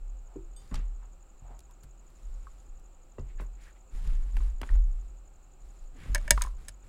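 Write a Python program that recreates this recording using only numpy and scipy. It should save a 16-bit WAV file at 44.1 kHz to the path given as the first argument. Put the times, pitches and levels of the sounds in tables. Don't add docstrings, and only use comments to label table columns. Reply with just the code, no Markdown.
import sys
import numpy as np
from scipy import signal
from scipy.fft import rfft, irfft
from scipy.io import wavfile

SR = 44100
rng = np.random.default_rng(int(sys.argv[2]) if len(sys.argv) > 2 else 0)


def store_pcm(level_fs):
    pcm = np.round(np.clip(level_fs, -1, 1) * 32767).astype(np.int16)
    wavfile.write(sys.argv[1], SR, np.atleast_2d(pcm).T)


N = 303408
T = np.arange(N) / SR
TOP_HZ = 16200

# frequency_hz, level_db
ROOM_SPECTRUM = [(60, 5.5), (110, 1.5), (220, -6), (350, -6), (460, -12), (800, -5.5), (1000, -13),
                 (1350, -14), (2000, -26.5), (3300, -31), (5800, -33.5), (9000, -43), (12000, -33.5),
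                 (15000, -32)]
# centre_hz, width_hz, gain_db
ROOM_RESONANCES = [(400, 110, 0), (523.3, 19, 7.5), (1250, 230, -4.5), (2620, 710, 8.5), (4000, 270, 4)]
# start_s, held_s, sway_db, thud_db
PUSHES = [(0, 0.13, -36, -49), (0.364, 0.17, -42.5, -34), (.716, 0.14, -29.5, -23.5),
          (1.415, 0.12, -44, -40.5), (1.831, 0.023, -46.5, -40), (2.231, 0.13, -36, -45.5),
          (2.678, 0.036, -40, -54), (3.191, 0.065, -36.5, -27), (3.341, 0.1, -34, -46),
          (3.926, 0.13, -31, -46), (4.059, 0.13, -24, -32.5), (4.33, 0.11, -22.5, -42),
          (4.703, 0.07, -16.5, -37), (5.61, 0.044, -42.5, -62), (5.801, 0.044, -39.5, -59),
          (6.09, 0.022, -23, -23), (6.303, 0.031, -20.5, -19.5)]
# frequency_hz, level_db
RUMBLE_SPECTRUM = [(20, -7.5), (55, -8), (80, -14.5), (130, 0.5), (250, -20), (600, -34.5), (2000, -105.5)]
# start_s, level_db, cutoff_hz, contact_s
KNOCKS = [(.3595, -44.5, 710, 0.0018), (0.7125, -36, 1380, 0.00062), (0.723, -39.5, 1200, 0.0062),
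          (0.741, -37, 3000, 0.0061), (1.501, -43, 400, 0.071), (3.1832, -30.5, 820, 0.0021),
          (3.196, -27.5, 302, 0.01), (3.398, -35.5, 1700, 0.018), (3.417, -36, 1100, 0.016),
          (4.37, -44, 2500, .001), (4.404, -43, 2500, 0.00082), (4.6143, -39, 3000, .00042),
          (4.6354, -37, 2200, 0.001), (4.699, -41, 1780, 0.00081), (4.753, -45.5, 2000, .00064),
          (6.057, -39.5, 1310, 0.0091), (6.149, -42, 300, .004), (6.309, -28.5, 498, 0.012)]
# start_s, held_s, body_db, hiss_db
SLIDES_AND_TAILS = [(.56, 0.16, -66, -76.5), (.725, 0.053, -49.5, -81), (1.98, 0.65, -70.5, -81),
                    (3.6, 0.064, -69, -73), (3.9, 0.17, -57, -71.5), (4.02, 0.13, -54, -72.5),
                    (4.13, 0.26, -62.5, -77.5), (4.32, 0.16, -57.5, -72.5), (4.59, 0.16, -56.5, -72),
                    (4.8, 0.26, -71, -83.5), (5.58, 0.25, -72, -81), (5.92, .36, -54, -72),
                    (6.3, 0.15, -56.5, -63.5), (6.55, 0.14, -62, -76.5), (6.821, 0.08, -63, -80)]
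# frequency_hz, level_db
BODY_SPECTRUM = [(60, 27.5), (150, 18.5), (300, 6.5), (600, -0.5), (1200, 1.5), (2100, -1.5), (3500, -7.5),
                 (6000, -27), (10000, -34.5)]
HISS_SPECTRUM = [(2000, -3.5), (4000, 8.5), (6000, 6.5), (9000, 7), (12000, -0.5), (15500, -7.5)]
# middle_s, level_db, centre_hz, half_length_s
RUBS = [(0.336, -66.5, 784, 0.064), (1.033, -64, 1040, 0.031), (1.512, -59, 745, 0.069),
        (1.71, -66, 900, 0.02), (1.84, -66, 1400, 0.0085), (3.306, -68, 2190, .03), (3.4, -56, 1960, 0.015),
        (3.64, -65.5, 1990, 0.062), (3.682, -61.5, 1570, 0.032), (3.767, -69, 2140, 0.015),
        (5.97, -56, 255, 0.027), (6.034, -59, 1970, 0.057)]
# start_s, level_db, centre_hz, decay_s
TICKS = [(0.743, -34.5, 4300, 0.0042), (0.755, -36.5, 3600, 0.0062), (0.774, -53, 3480, 0.014),
         (1.592, -42, 5900, 0.0013), (1.605, -51, 6000, 0.0024), (1.71, -56.5, 9000, 0.0031),
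         (1.834, -52, 7240, 0.0075), (2.103, -58, 12000, 0.0018), (2.797, -57, 8900, 0.0014),
         (3.194, -56.5, 4030, .008), (3.406, -57.5, 8000, 0.025), (4.074, -44.5, 5000, 0.003),
         (4.3675, -27.5, 1200, 0.0042), (4.369, -41, 5970, 0.0019), (4.615, -20.5, 1090, 0.0022),
         (4.6158, -32.5, 5450, 0.0013), (4.632, -22.5, 1090, 0.0037)]
# start_s, level_db, settled_pitch_hz, start_pitch_hz, t60_s
PLOPS = [(4.6912, -34.5, 1840, 1800, 0.015), (6.377, -24, 960, 1490, 0.033),
         (6.4121, -32.5, 966, 1880, 0.085), (6.4493, -33.5, 1030, 1110, 0.041),
         (6.4709, -35.5, 990, 1190, 0.029)]
# start_s, level_db, treble_gain_db, chatter_s
CLACKS = [(6.1475, -20.5, 1.5, 0.0024), (6.1505, -18.5, -24, 0.0039), (6.1563, -14, -22, 0.00055),
          (6.18, -32, -13, 0.00097), (6.2786, -22, -20.5, 0.00082), (6.3072, -5.5, 0.5, 0.00029),
          (6.4197, -27.5, 6, 0.0014), (6.438, -35, -4.5, 0.0017), (6.462, -46, -0.5, 0.0019),
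          (6.6835, -40, 7, 0.0033), (6.691, -43, -0.5, 0.0025)]
# frequency_hz, level_db, t60_s
BOARD_MODES = [(84.4, -3, 0.19), (134.6, -6.5, 0.24), (177, -3.5, 0.06), (260.7, -4.5, 0.1),
               (384, -2.5, 0.048), (596, -3, 0.025), (830, -8.5, 0.051), (1060, 1, 0.016),
               (1277, -4.5, .028), (1502, -8, 0.034), (1968, -6, 0.048), (2520, -15.5, 0.015),
               (2706, -8, 0.064), (4444, -12, 0.015)]
HOLLOW_MODES = [(296, 9, 0.095), (337, 0.5, 0.32), (384, 5.5, 0.19), (476, 3, 0.064), (560, -7, 0.046)]
METAL_MODES = [(3060, -14, 0.47), (3560, -7.5, 0.25), (4750, -9.5, 0.4), (6630, -2, 0.11),
               (8242, 5.5, 0.13), (9916, -12, 0.16), (11600, -14, 0.11)]
PALETTE_MODES = [(1095, 2, 0.056), (1260, 1, 0.046), (1555, -4, 0.03)]
MUG_MODES = [(582, -21, 0.1), (646, -24.5, 0.098), (947, -21, 0.064), (1615, -5.5, 0.021),
             (1802, -10, 0.041), (1960, -31.5, 0.084), (2254, -12.5, 0.041), (2784, -24, 0.064),
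             (2990, -23.5, 0.04), (3570, -23, 0.041), (4080, -13.5, 0.0086), (4702, -9, 0.007),
             (4930, -3.5, 0.0082), (5403, -6.5, 0.0098), (5880, -32.5, 0.047), (6490, -2.5, 0.014),
             (6900, -13.5, 0.013), (7490, -9.5, 0.0065), (8090, -0.5, 0.0077), (9060, -11.5, 0.026),
             (9200, -6.5, 0.012), (10020, -11, 0.017), (10930, -18.5, 0.022), (11980, -13.5, 0.011),
             (13326, -19.5, 0.01), (14387, -23, 0.014), (15300, -17, 0.009)]


def undb(db):
    return 10 ** (np.asarray(db) / 20)


def unit(x):
    return x / np.sqrt(np.mean(x ** 2))


def add(out, start_s, x):
    i = int(start_s * SR)
    out[i:i + len(x)] += x[:N - i]


def colour(x, spectrum):
    hz, db = np.transpose(spectrum)
    bins_hz = np.maximum(np.fft.rfftfreq(len(x), 1 / SR), 1)
    gain = undb(np.interp(np.log(bins_hz), np.log(hz), db))
    return unit(irfft(rfft(x) * gain, len(x)))


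def band(x, hz, width_hz):
    quality = hz / min(width_hz, SR / 3)
    return signal.lfilter(*signal.iirpeak(min(hz, SR / 2 - 1000), quality, fs=SR), x)


def lowpass(x, hz):
    return signal.sosfilt(signal.butter(2, min(hz, TOP_HZ), fs=SR, output="sos"), x)


def ring(modes, scatter_db=0.5):
    hz, db, t60 = np.transpose(modes)[:, :, None]
    t = T[:SR // 2]
    polarity = (-1) ** np.arange(len(hz))[:, None]
    amplitude = polarity * undb(db + scatter_db * rng.standard_normal(hz.shape))
    return np.sum(amplitude * np.exp(-np.log(1000) * t / t60) * np.sin(2 * np.pi * hz * t), axis=0)


def burst(decay_s):
    t = T[:SR // 4]
    return rng.standard_normal(len(t)) * np.exp(-t / decay_s)


def contact(decay_s, rough):
    force = burst(decay_s)
    force *= rough / np.linalg.norm(force)
    force[0] += 1
    return force / np.hypot(1, rough)


def envelope(start_s, held_s, attack_s, fall_db_per_s):
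    rise = np.clip((T - start_s) / attack_s, 0, 1)
    return rise * undb(-fall_db_per_s * np.clip(T - start_s - held_s, 0, 2))


def room_noise():
    noise = colour(rng.standard_normal(N), ROOM_SPECTRUM)
    peaks = sum(undb(db) * band(noise, hz, width) for hz, width, db in ROOM_RESONANCES)
    return undb(-63) * unit(noise + peaks)


def stand():
    swing = undb(-52)
    for start_s, held_s, db, _ in PUSHES:
        swing = np.hypot(swing, undb(db) * envelope(start_s, held_s, attack_s=0.019, fall_db_per_s=70))
    force = rng.standard_normal(N)
    sway = band(band(force, 36, 8.8), 41, 12) + undb(-2.5) * band(band(force, 30, 10), 30, 15)
    sway = swing * unit(sway / np.abs(signal.hilbert(sway)))
    sway = signal.sosfiltfilt(signal.butter(4, 56, fs=SR, output="sos"), sway)
    rumble = colour(rng.standard_normal(N), RUMBLE_SPECTRUM)
    return sway + undb(-49.5) * swing ** 0.58 * rumble


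def board(thud_cutoff_hz=150, thud_contact_s=0.021):
    out = np.zeros(N)
    thuds = [(start_s, db, thud_cutoff_hz, thud_contact_s) for start_s, _, _, db in PUSHES]
    for start_s, db, cutoff_hz, contact_s in KNOCKS + thuds:
        wood = ring(BOARD_MODES, scatter_db=1.5)
        crack = undb(2) * lowpass(burst(0.0031), 5500) + undb(4) * lowpass(burst(0.017), 2000)
        add(wood, 0, crack)
        knock = signal.fftconvolve(wood, contact(contact_s, rough=0.59))
        add(out, start_s, undb(db - 6) * lowpass(knock, cutoff_hz))
    return out


def friction_and_tails(jerk_hz=45, jerk_db=0.5, catch_samples=48):
    body, hiss = undb(-81.5), undb(-89)
    jerks = undb(jerk_db * unit(lowpass(rng.standard_normal(N), jerk_hz)))
    for start_s, held_s, body_db, hiss_db in SLIDES_AND_TAILS:
        gain = jerks * envelope(start_s, held_s, attack_s=0.31 * held_s, fall_db_per_s=196)
        body = np.hypot(body, undb(body_db) * gain)
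        hiss = np.hypot(hiss, undb(hiss_db) * gain)
    catches = np.repeat(rng.standard_normal(N // catch_samples + 1), catch_samples)[:N]
    grains = rng.standard_normal((2, N)) * undb(2.5 * catches)
    return (body * undb(7.5) * colour(grains[0], BODY_SPECTRUM)
            + hiss * undb(5) * colour(grains[1], HISS_SPECTRUM))


def chirping(first_s=0.079, period_s=0.0862, pair_gap_s=0.0175):
    out = undb(-74.5) * unit(band(band(rng.standard_normal(N), 7370, 890), 7400, 1300))
    window = np.hanning(int(0.014 * SR))
    for start_s in np.arange(first_s, N / SR - period_s / 2, period_s):
        for lag_s, db in ((0, -63), (pair_gap_s, -59)):
            detune, jitter, scatter_db = rng.standard_normal(3)
            hz = np.linspace(7500, 6350, len(window)) * (1 + 0.0027 * detune)
            chirp = window * np.sin(2 * np.pi * np.cumsum(hz) / SR)
            add(out, start_s + lag_s + 0.0028 * jitter, undb(db + scatter_db) * chirp)
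    return out


def rubs():
    out = np.zeros(N)
    for middle_s, db, hz, half_s in RUBS:
        stroke = unit(band(band(rng.standard_normal(N), hz, 0.35 * hz), hz, 1.8 * hz))
        out += undb(db) * stroke * np.exp(-((T - middle_s) / half_s) ** 2)
    return out


def struck_body(modes, start_s, level_db):
    out = np.zeros(N)
    add(out, start_s, undb(level_db) * ring(modes))
    return out


def ticks():
    out = np.zeros(N)
    for start_s, db, hz, decay_s in TICKS:
        add(out, start_s, undb(db) * lowpass(band(burst(decay_s), hz, 1.06 * hz), 2.5 * hz))
    return out


def plops():
    out, t = np.zeros(N), T[:SR // 4]
    for start_s, db, settled_hz, start_hz, t60 in PLOPS:
        hz = settled_hz + (start_hz - settled_hz) * np.exp(-t * settled_hz / 2)
        tone = np.sin(2 * np.pi * np.cumsum(hz) / SR) * np.exp(-np.log(1000) * t / t60)
        splash = lowpass(band(burst(t60 / 7), start_hz, start_hz), 2 * start_hz)
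        add(out, start_s, undb(db) * (tone + undb(-1) * splash))
    return out


def mug(treble_hz=3200):
    out = np.zeros(N)
    for start_s, db, treble_db, chatter_s in CLACKS:
        modes = [(hz, gain + treble_db / (1 + (treble_hz / hz) ** 4), t60) for hz, gain, t60 in MUG_MODES]
        rim = signal.fftconvolve(ring(modes, scatter_db=0.56), contact(chatter_s, rough=300 * chatter_s))
        crack = undb(treble_db - 6) * lowpass(band(burst(0.0053), 3500, 6600), 11000)
        clatter = undb(-9) * band(band(burst(0.005), 1900, 1000), 1900, 1600)
        add(out, start_s, undb(db) * rim)
        add(out, start_s, undb(db) * (crack + clatter))
    return out


def reverberate(x, wet_db, t60_s, cutoff_hz):
    t = T[:SR // 2]
    decay = np.exp(-np.log(1000) * t / t60_s) * (t > 0.005)
    tail = lowpass(rng.standard_normal(len(t)), cutoff_hz) * decay
    return x + undb(wet_db) * signal.fftconvolve(x, tail / np.linalg.norm(tail))[:N]


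def scene():
    handling = board() + ticks()
    handling += struck_body(PALETTE_MODES, start_s=2.469, level_db=-47)
    handling += struck_body(METAL_MODES, start_s=0.564, level_db=-55)
    handling += struck_body(HOLLOW_MODES, start_s=0.359, level_db=-44)
    handling = reverberate(handling + plops() + rubs(), wet_db=-24, t60_s=0.45, cutoff_hz=5000)
    clacks = reverberate(mug(), wet_db=-26, t60_s=0.11, cutoff_hz=9000)
    return (handling + clacks + friction_and_tails() + stand() + room_noise() + chirping())[None]


def record(dry):
    top_cut = signal.ellip(8, 0.2, 70, TOP_HZ, fs=SR, output="sos")
    return signal.sosfilt(top_cut, np.clip(dry, -0.8, 0.8))


dry = scene()
out = record(dry)
store_pcm(out)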